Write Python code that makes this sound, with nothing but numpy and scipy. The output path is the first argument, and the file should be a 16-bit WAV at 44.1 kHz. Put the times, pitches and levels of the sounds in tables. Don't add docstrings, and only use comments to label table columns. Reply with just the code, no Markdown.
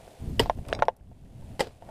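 import sys
import numpy as np
from scipy.fft import rfft, irfft, next_fast_len
from scipy.io import wavfile
from scipy.ndimage import map_coordinates

SR = 44100
rng = np.random.default_rng(int(sys.argv[2]) if len(sys.argv) > 2 else 0)


def master(y):
    cut = np.clip(np.atleast_2d(y).T, -1, 1)
    pcm = np.round(cut * 32767)
    wavfile.write(sys.argv[1], SR, pcm.astype(np.int16))


N = 83790
T = np.arange(SR // 3) / SR
WANDER_RAD, WANDER_PER_S = 0.54, 250

# (frequency [Hz], relative level [dB])
CLACK_SPECTRUM = [(60, -28.5), (250, -6.5), (420, 3.5), (680, 9), (850, -11.5), (1700, 1), (2200, -17),
                  (2800, -4.5), (5500, -35.5), (9000, -38.5), (16000, -73.5)]


def amp(db):
    return 10 ** (np.asarray(db) / 20)


def unit(x):
    return x / np.sqrt(np.mean(x ** 2) + 1e-20)


def colour(points, hz):
    point_hz, point_db = np.transpose(points)
    return amp(np.interp(np.log(hz + 1), np.log(point_hz + 1), point_db))


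def curves(rows):
    times, *columns = np.transpose(rows)
    return [np.interp(np.arange(N) / SR, times, column) for column in columns]


def wobble(rate, size):
    knots = rng.standard_normal(int(size * rate / SR) + 4)
    return map_coordinates(knots, [np.arange(size) * rate / SR])


def filtered(x, response):
    padded = next_fast_len(len(x) + 8192)
    hz = np.fft.rfftfreq(padded, 1 / SR)
    return irfft(rfft(x, padded) * response(hz), padded)[:len(x)]


def noise(points, size):
    return unit(filtered(rng.standard_normal(size), lambda hz: colour(points, hz)))


def fade(t60, rise=0.00018):
    decay = np.exp(-np.log(1000) * T / t60)
    return decay * (1 - np.exp(-T / rise))


def wander():
    return WANDER_RAD * wobble(WANDER_PER_S, len(T))


def ring(modes, rise=.00013, scatter_db=1):
    total = 0
    for hz, db, t60 in modes:
        phase = wander() * np.minimum(T * WANDER_PER_S, 1)
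        gain = amp(db + scatter_db * rng.normal())
        total = total + gain * fade(t60, rise) * np.sin(2 * np.pi * hz * T + phase)
    return total


def chord(modes):
    total = 0
    for hz, db in modes:
        phase = 2 * np.pi * rng.random() + wander()
        total = total + amp(db) * np.sin(2 * np.pi * hz * T + phase)
    return total


def pulse(points, pitch=1):
    size = len(T)
    hz = np.fft.rfftfreq(size, 1 / SR) / pitch
    cepstrum = irfft(np.log(colour(points, hz)), size)
    cepstrum[1:size // 2] *= 2
    cepstrum[size // 2 + 1:] = 0
    push = irfft(np.exp(rfft(cepstrum)), size)
    return push / np.abs(push).max()


def add(track, s, sound):
    part = track[max(0, round(s * SR)):][:len(sound)]
    part += sound[:len(part)]


def rush():
    # (time [s], body level [dB], hiss level [dB])
    water_levels = [(0, -53, -61.5), (.38, -58, -61.5), (.62, -60, -66), (.72, -39.5, -60),
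                    (.77, -44.5, -71), (.86, -48.5, -72), (.95, -66.5, -79.5), (1.15, -69, -75.5),
                    (1.5, -58.5, -65), (1.8, -63.5, -70), (1.9, -53, -64)]
    # (frequency [Hz], relative level [dB])
    body_spectrum = [(100, -8.5), (350, 0), (680, 5.5), (950, -5), (1300, -15), (2500, -20.5),
                     (6000, -65.5)]
    # (frequency [Hz], relative level [dB])
    hiss_spectrum = [(500, -15.5), (1500, 2.5), (3000, 4.5), (6000, -2), (9500, 0), (13000, -8),
                     (15500, -13.5)]
    body_db, hiss_db = curves(water_levels)
    murmur_db = 1.8 * wobble(25, N)
    flicker_db = 1.4 * wobble(330, N)
    body = amp(body_db + murmur_db) * noise(body_spectrum, N)
    hiss = amp(hiss_db + flicker_db) * noise(hiss_spectrum, N)
    return body + hiss


def rumble():
    # (time [s], level [dB])
    movement_levels = [(0, -55), (.18, -58.5), (.23, -34), (.3, -31.5), (.37, -31.5), (.41, -29),
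                       (.54, -40.5), (.59, -32.5), (.65, -45), (.71, -36.5), (.86, -42), (.97, -61),
                       (1.05, -48.5), (1.2, -49), (1.48, -44), (1.525, -40), (1.58, -46.5), (1.67, -44),
                       (1.75, -55.5), (1.9, -47)]
    # (frequency [Hz], relative level [dB])
    rumble_spectrum = [(20, -1.5), (90, 0.5), (150, -4.5), (250, -12), (2000, -56)]
    level_db, = curves(movement_levels)
    unsteady = noise(rumble_spectrum, N) * amp(2 * wobble(35, N))
    return amp(level_db) * unit(unsteady)


def chips():
    out = np.zeros(N)
    per_s, faintest_db, size_range_db = 43, -66.5, 10
    middle_hz, t60_s = 1500, .01
    for when, pitch, size in rng.random((int(per_s * N / SR), 3)):
        hz = middle_hz * 2 ** (2 * pitch - 1)
        add(out, when * N / SR, amp(faintest_db + size_range_db * size) * ring([(hz, 0, t60_s)]))
    return out


def clinks():
    # (time [s], level [dB], spectral tilt [dB per octave])
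    clink_events = [(.651, -42, -6.5), (.685, -39.5, 5.5), (.689, -35.5, -6), (0.699, -44, 1),
                    (0.7909, -30, -8), (0.7984, -32, -8), (0.8292, -30, -5), (0.8534, -51, 1.5),
                    (.9655, -55, 18), (1.671, -44, -2)]
    # (frequency [Hz], relative level [dB])
    clink_spectrum = [(300, -4.5), (2000, 6), (3500, 4.5), (5500, 0), (7300, -8), (9700, -6.5),
                      (15000, -25.5)]
    t60_s, tail_db, tail_t60_s = 0.015, -17.5, 0.035
    out = np.zeros(N)
    for s, db, tilt_db in clink_events:
        tilted = [(hz, level + tilt_db * np.log2(hz)) for hz, level in clink_spectrum]
        decay = fade(t60_s, 0.00019) + amp(tail_db) * fade(tail_t60_s)
        add(out, s, amp(db) * noise(tilted, len(T)) * decay)
    return out


def rattles():
    # (time [s], level [dB])
    clashes = [(0.7332, -33), (0.7496, -32.5)]
    # (frequency [Hz], relative level [dB])
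    gear_modes = [(2200, 0), (3596, -2.5), (3946, -1.5), (4900, -2.5), (5300, -5), (5600, -4.5),
                  (6498, -10), (8250, -12)]
    clash_t60_s, tail_db, tail_t60_s = 0.0095, -19, 0.094
    out = np.zeros(N)
    for s, db in clashes:
        decay = fade(clash_t60_s) + amp(tail_db) * fade(tail_t60_s)
        add(out, s, amp(db) * chord(gear_modes) * decay)
    return out


def clacks():
    # (time [s], peak level [dB])
    clack_events = [(0.7278, -8.5)]
    out = np.zeros(N)
    for s, db in clack_events:
        add(out, s, amp(db) * pulse(CLACK_SPECTRUM))
    return out


def knocks():
    # (time [s], contact peak [dB], pitch factor of the contact [ratio],
    #          after-ring [dB re contact], extra hollow mode [Hz], ping [dB re contact])
    knock_events = [(.078, -36.5, 0.78, -31, 590, -19), (.459, -25, 1.07, -3.5, 689, -24),
                    (0.4977, -8.5, 1.013, -10.5, 607, -23), (0.5874, -37, .8, -5, 554, -32),
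                    (0.7909, -29.5, 1.54, 3.5, 603, -16), (0.8231, -6.5, 1.06, -6, 566, -4),
                    (0.8834, -8, 0.99, -8.5, 516, -31.5), (1.115, -47, 0.825, -2, 600, -30),
                    (1.423, -46, 0.99, -5, 940, -20.5), (1.823, -36, 0.86, -5, 647, -19),
                    (1.89, -37.5, 0.87, 0, 600, -12)]
    # (frequency [Hz], relative level [dB])
    contact_spectrum = [(80, -32), (300, -21), (460, -0.5), (680, 5), (1020, 2.5), (1300, -20.5),
                        (2200, -16), (2750, -36.5), (3500, -19.5), (4600, -44.5), (5700, -25),
                        (7000, -73.5), (12000, -49.5), (16000, -71)]
    # (frequency [Hz], relative level [dB], t60 [s])
    hollow_modes = [(712.5, 0, 0.036), (885, -1.5, .045), (1070, -11, 0.022), (1820, -20.5, 0.038)]
    hollow_t60_s, hollow_rise_s = 0.044, 0.0053
    ping_hz, ping_t60_s = 1393, 0.016
    grit_db, grit_t60_s = -21.5, 0.04
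    echo_s, echo_db, echo_hz = .00555, -9.5, 1700
    out = np.zeros(N)
    for s, db, pitch, ring_db, extra_hz, ping_db in knock_events:
        contact = pulse(contact_spectrum, pitch)
        echo = filtered(contact, lambda hz: 1 / (1 + 1j * hz / echo_hz) ** 2)
        hollow = ring(hollow_modes, hollow_rise_s) - ring([(extra_hz, 0, hollow_t60_s)], hollow_rise_s)
        ping = ring([(ping_hz, ping_db, ping_t60_s)])
        grit = amp(grit_db) * noise(CLACK_SPECTRUM, len(T)) * fade(grit_t60_s, .0008)
        add(out, s, amp(db) * (contact + grit + amp(ring_db) * hollow + ping))
        add(out, s + echo_s, amp(db + echo_db) * echo)
    return out


def thuds():
    # (time [s], level [dB], low mode [Hz], high mode [Hz], high mode [dB re low mode])
    thud_events = [(0.3988, -12, 447, 917, -5.5), (0.4032, -18.5, 309, 938, -12),
                   (0.4088, -23, 110, 169, -6), (.576, -33.5, 248, 337, 1.5), (1.5945, -27, 531, 794, 3),
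                   (1.6064, -13.5, 527.5, 802, -3.5), (1.628, -31.5, 480, 720, -3),
                   (1.67, -32, 450, 687, -9)]
    # (frequency [Hz], relative level [dB])
    shove_spectrum = [(40, -9.5), (130, -8), (300, -5), (600, -3.5), (1200, -23), (4000, -40.5)]
    t60_s, attack_s, shove_db = 0.043, 0.00077, -4
    out = np.zeros(N)
    for s, db, low_hz, high_hz, high_db in thud_events:
        modes = [(low_hz, 0, t60_s), (high_hz, high_db, t60_s)]
        shove = amp(shove_db) * pulse(shove_spectrum)
        add(out, s, amp(db) * (ring(modes, attack_s) + shove))
    return out


def grainy(points, grain_db):
    return unit(noise(points, len(T)) * amp(grain_db * wobble(900, len(T))))


def bites():
    # (time [s], steel ring [dB], crunch [dB], crunch t60 [s], spray of chips [dB],
    #         crack [Hz], crack [dB], after-ring [dB])
    bite_events = [(0.3949, -16.5, -16.5, 0.048, -28.5, 3077, -6.5, -41.5),
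                   (1.5941, -39, -28, 0.098, -60, 3010, -27.5, -70),
                   (1.6047, -23, -20, 0.042, -32, 1970, -17.5, -67)]
    # (frequency [Hz], relative level [dB], t60 [s])
    steel_modes = [(1958, -7, 0.051), (2950, -4, 0.047), (3220, -4.5, 0.04), (4950, 3.5, 0.015),
                   (7670, -11.5, 0.018), (8250, -10.5, 0.022), (11920, -9, 0.011)]
    # (frequency [Hz], relative level [dB])
    singing_modes = [(3230, 0.5), (4581, -1.5), (4960, -5), (12030, -4)]
    # (frequency [Hz], relative level [dB])
    crunch_spectrum = [(100, -6.5), (500, 8), (1200, -5.5), (2000, -2), (3200, -11), (4900, -4),
                       (5900, -17), (8200, -11.5), (12500, -25.5), (15500, -39.5)]
    # (frequency [Hz], relative level [dB])
    spray_spectrum = [(100, 3), (450, 20), (1200, 2), (3000, -1), (5000, -1.5), (6200, -10), (15000, -22.5)]
    crack_t60_s, singing_t60_s = 0.015, 0.18
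    spray_t60_s, spray_rise_s = 0.23, 0.0048
    crunch_grain_db, spray_grain_db = 1.5, 2.5
    out = np.zeros(N)
    for s, steel_db, crunch_db, crunch_t60_s, spray_db, crack_hz, crack_db, singing_db in bite_events:
        steel = amp(steel_db) * ring(steel_modes, rise=0.00093)
        singing = amp(singing_db) * chord(singing_modes) * fade(singing_t60_s)
        crack_tone = np.sin(2 * np.pi * crack_hz * T + 0.57 * wobble(560, len(T)))
        crack = amp(crack_db) * fade(crack_t60_s, 0.00073) * crack_tone
        crunch = amp(crunch_db) * grainy(crunch_spectrum, crunch_grain_db) * fade(crunch_t60_s, 0.00066)
        spray = amp(spray_db) * grainy(spray_spectrum, spray_grain_db) * fade(spray_t60_s, spray_rise_s)
        add(out, s, steel + singing + crack + crunch + spray)
    return out


def scene():
    background = rush() + rumble() + chips()
    contacts = clinks() + rattles() + clacks() + knocks()
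    return (background + contacts + thuds() + bites())[None]


def record(dry):
    top_hz = 15300
    return np.array([filtered(x, lambda hz: 1 / np.sqrt(1 + (hz / top_hz) ** 200)) for x in dry])


dry = scene()
out = record(dry)
master(out)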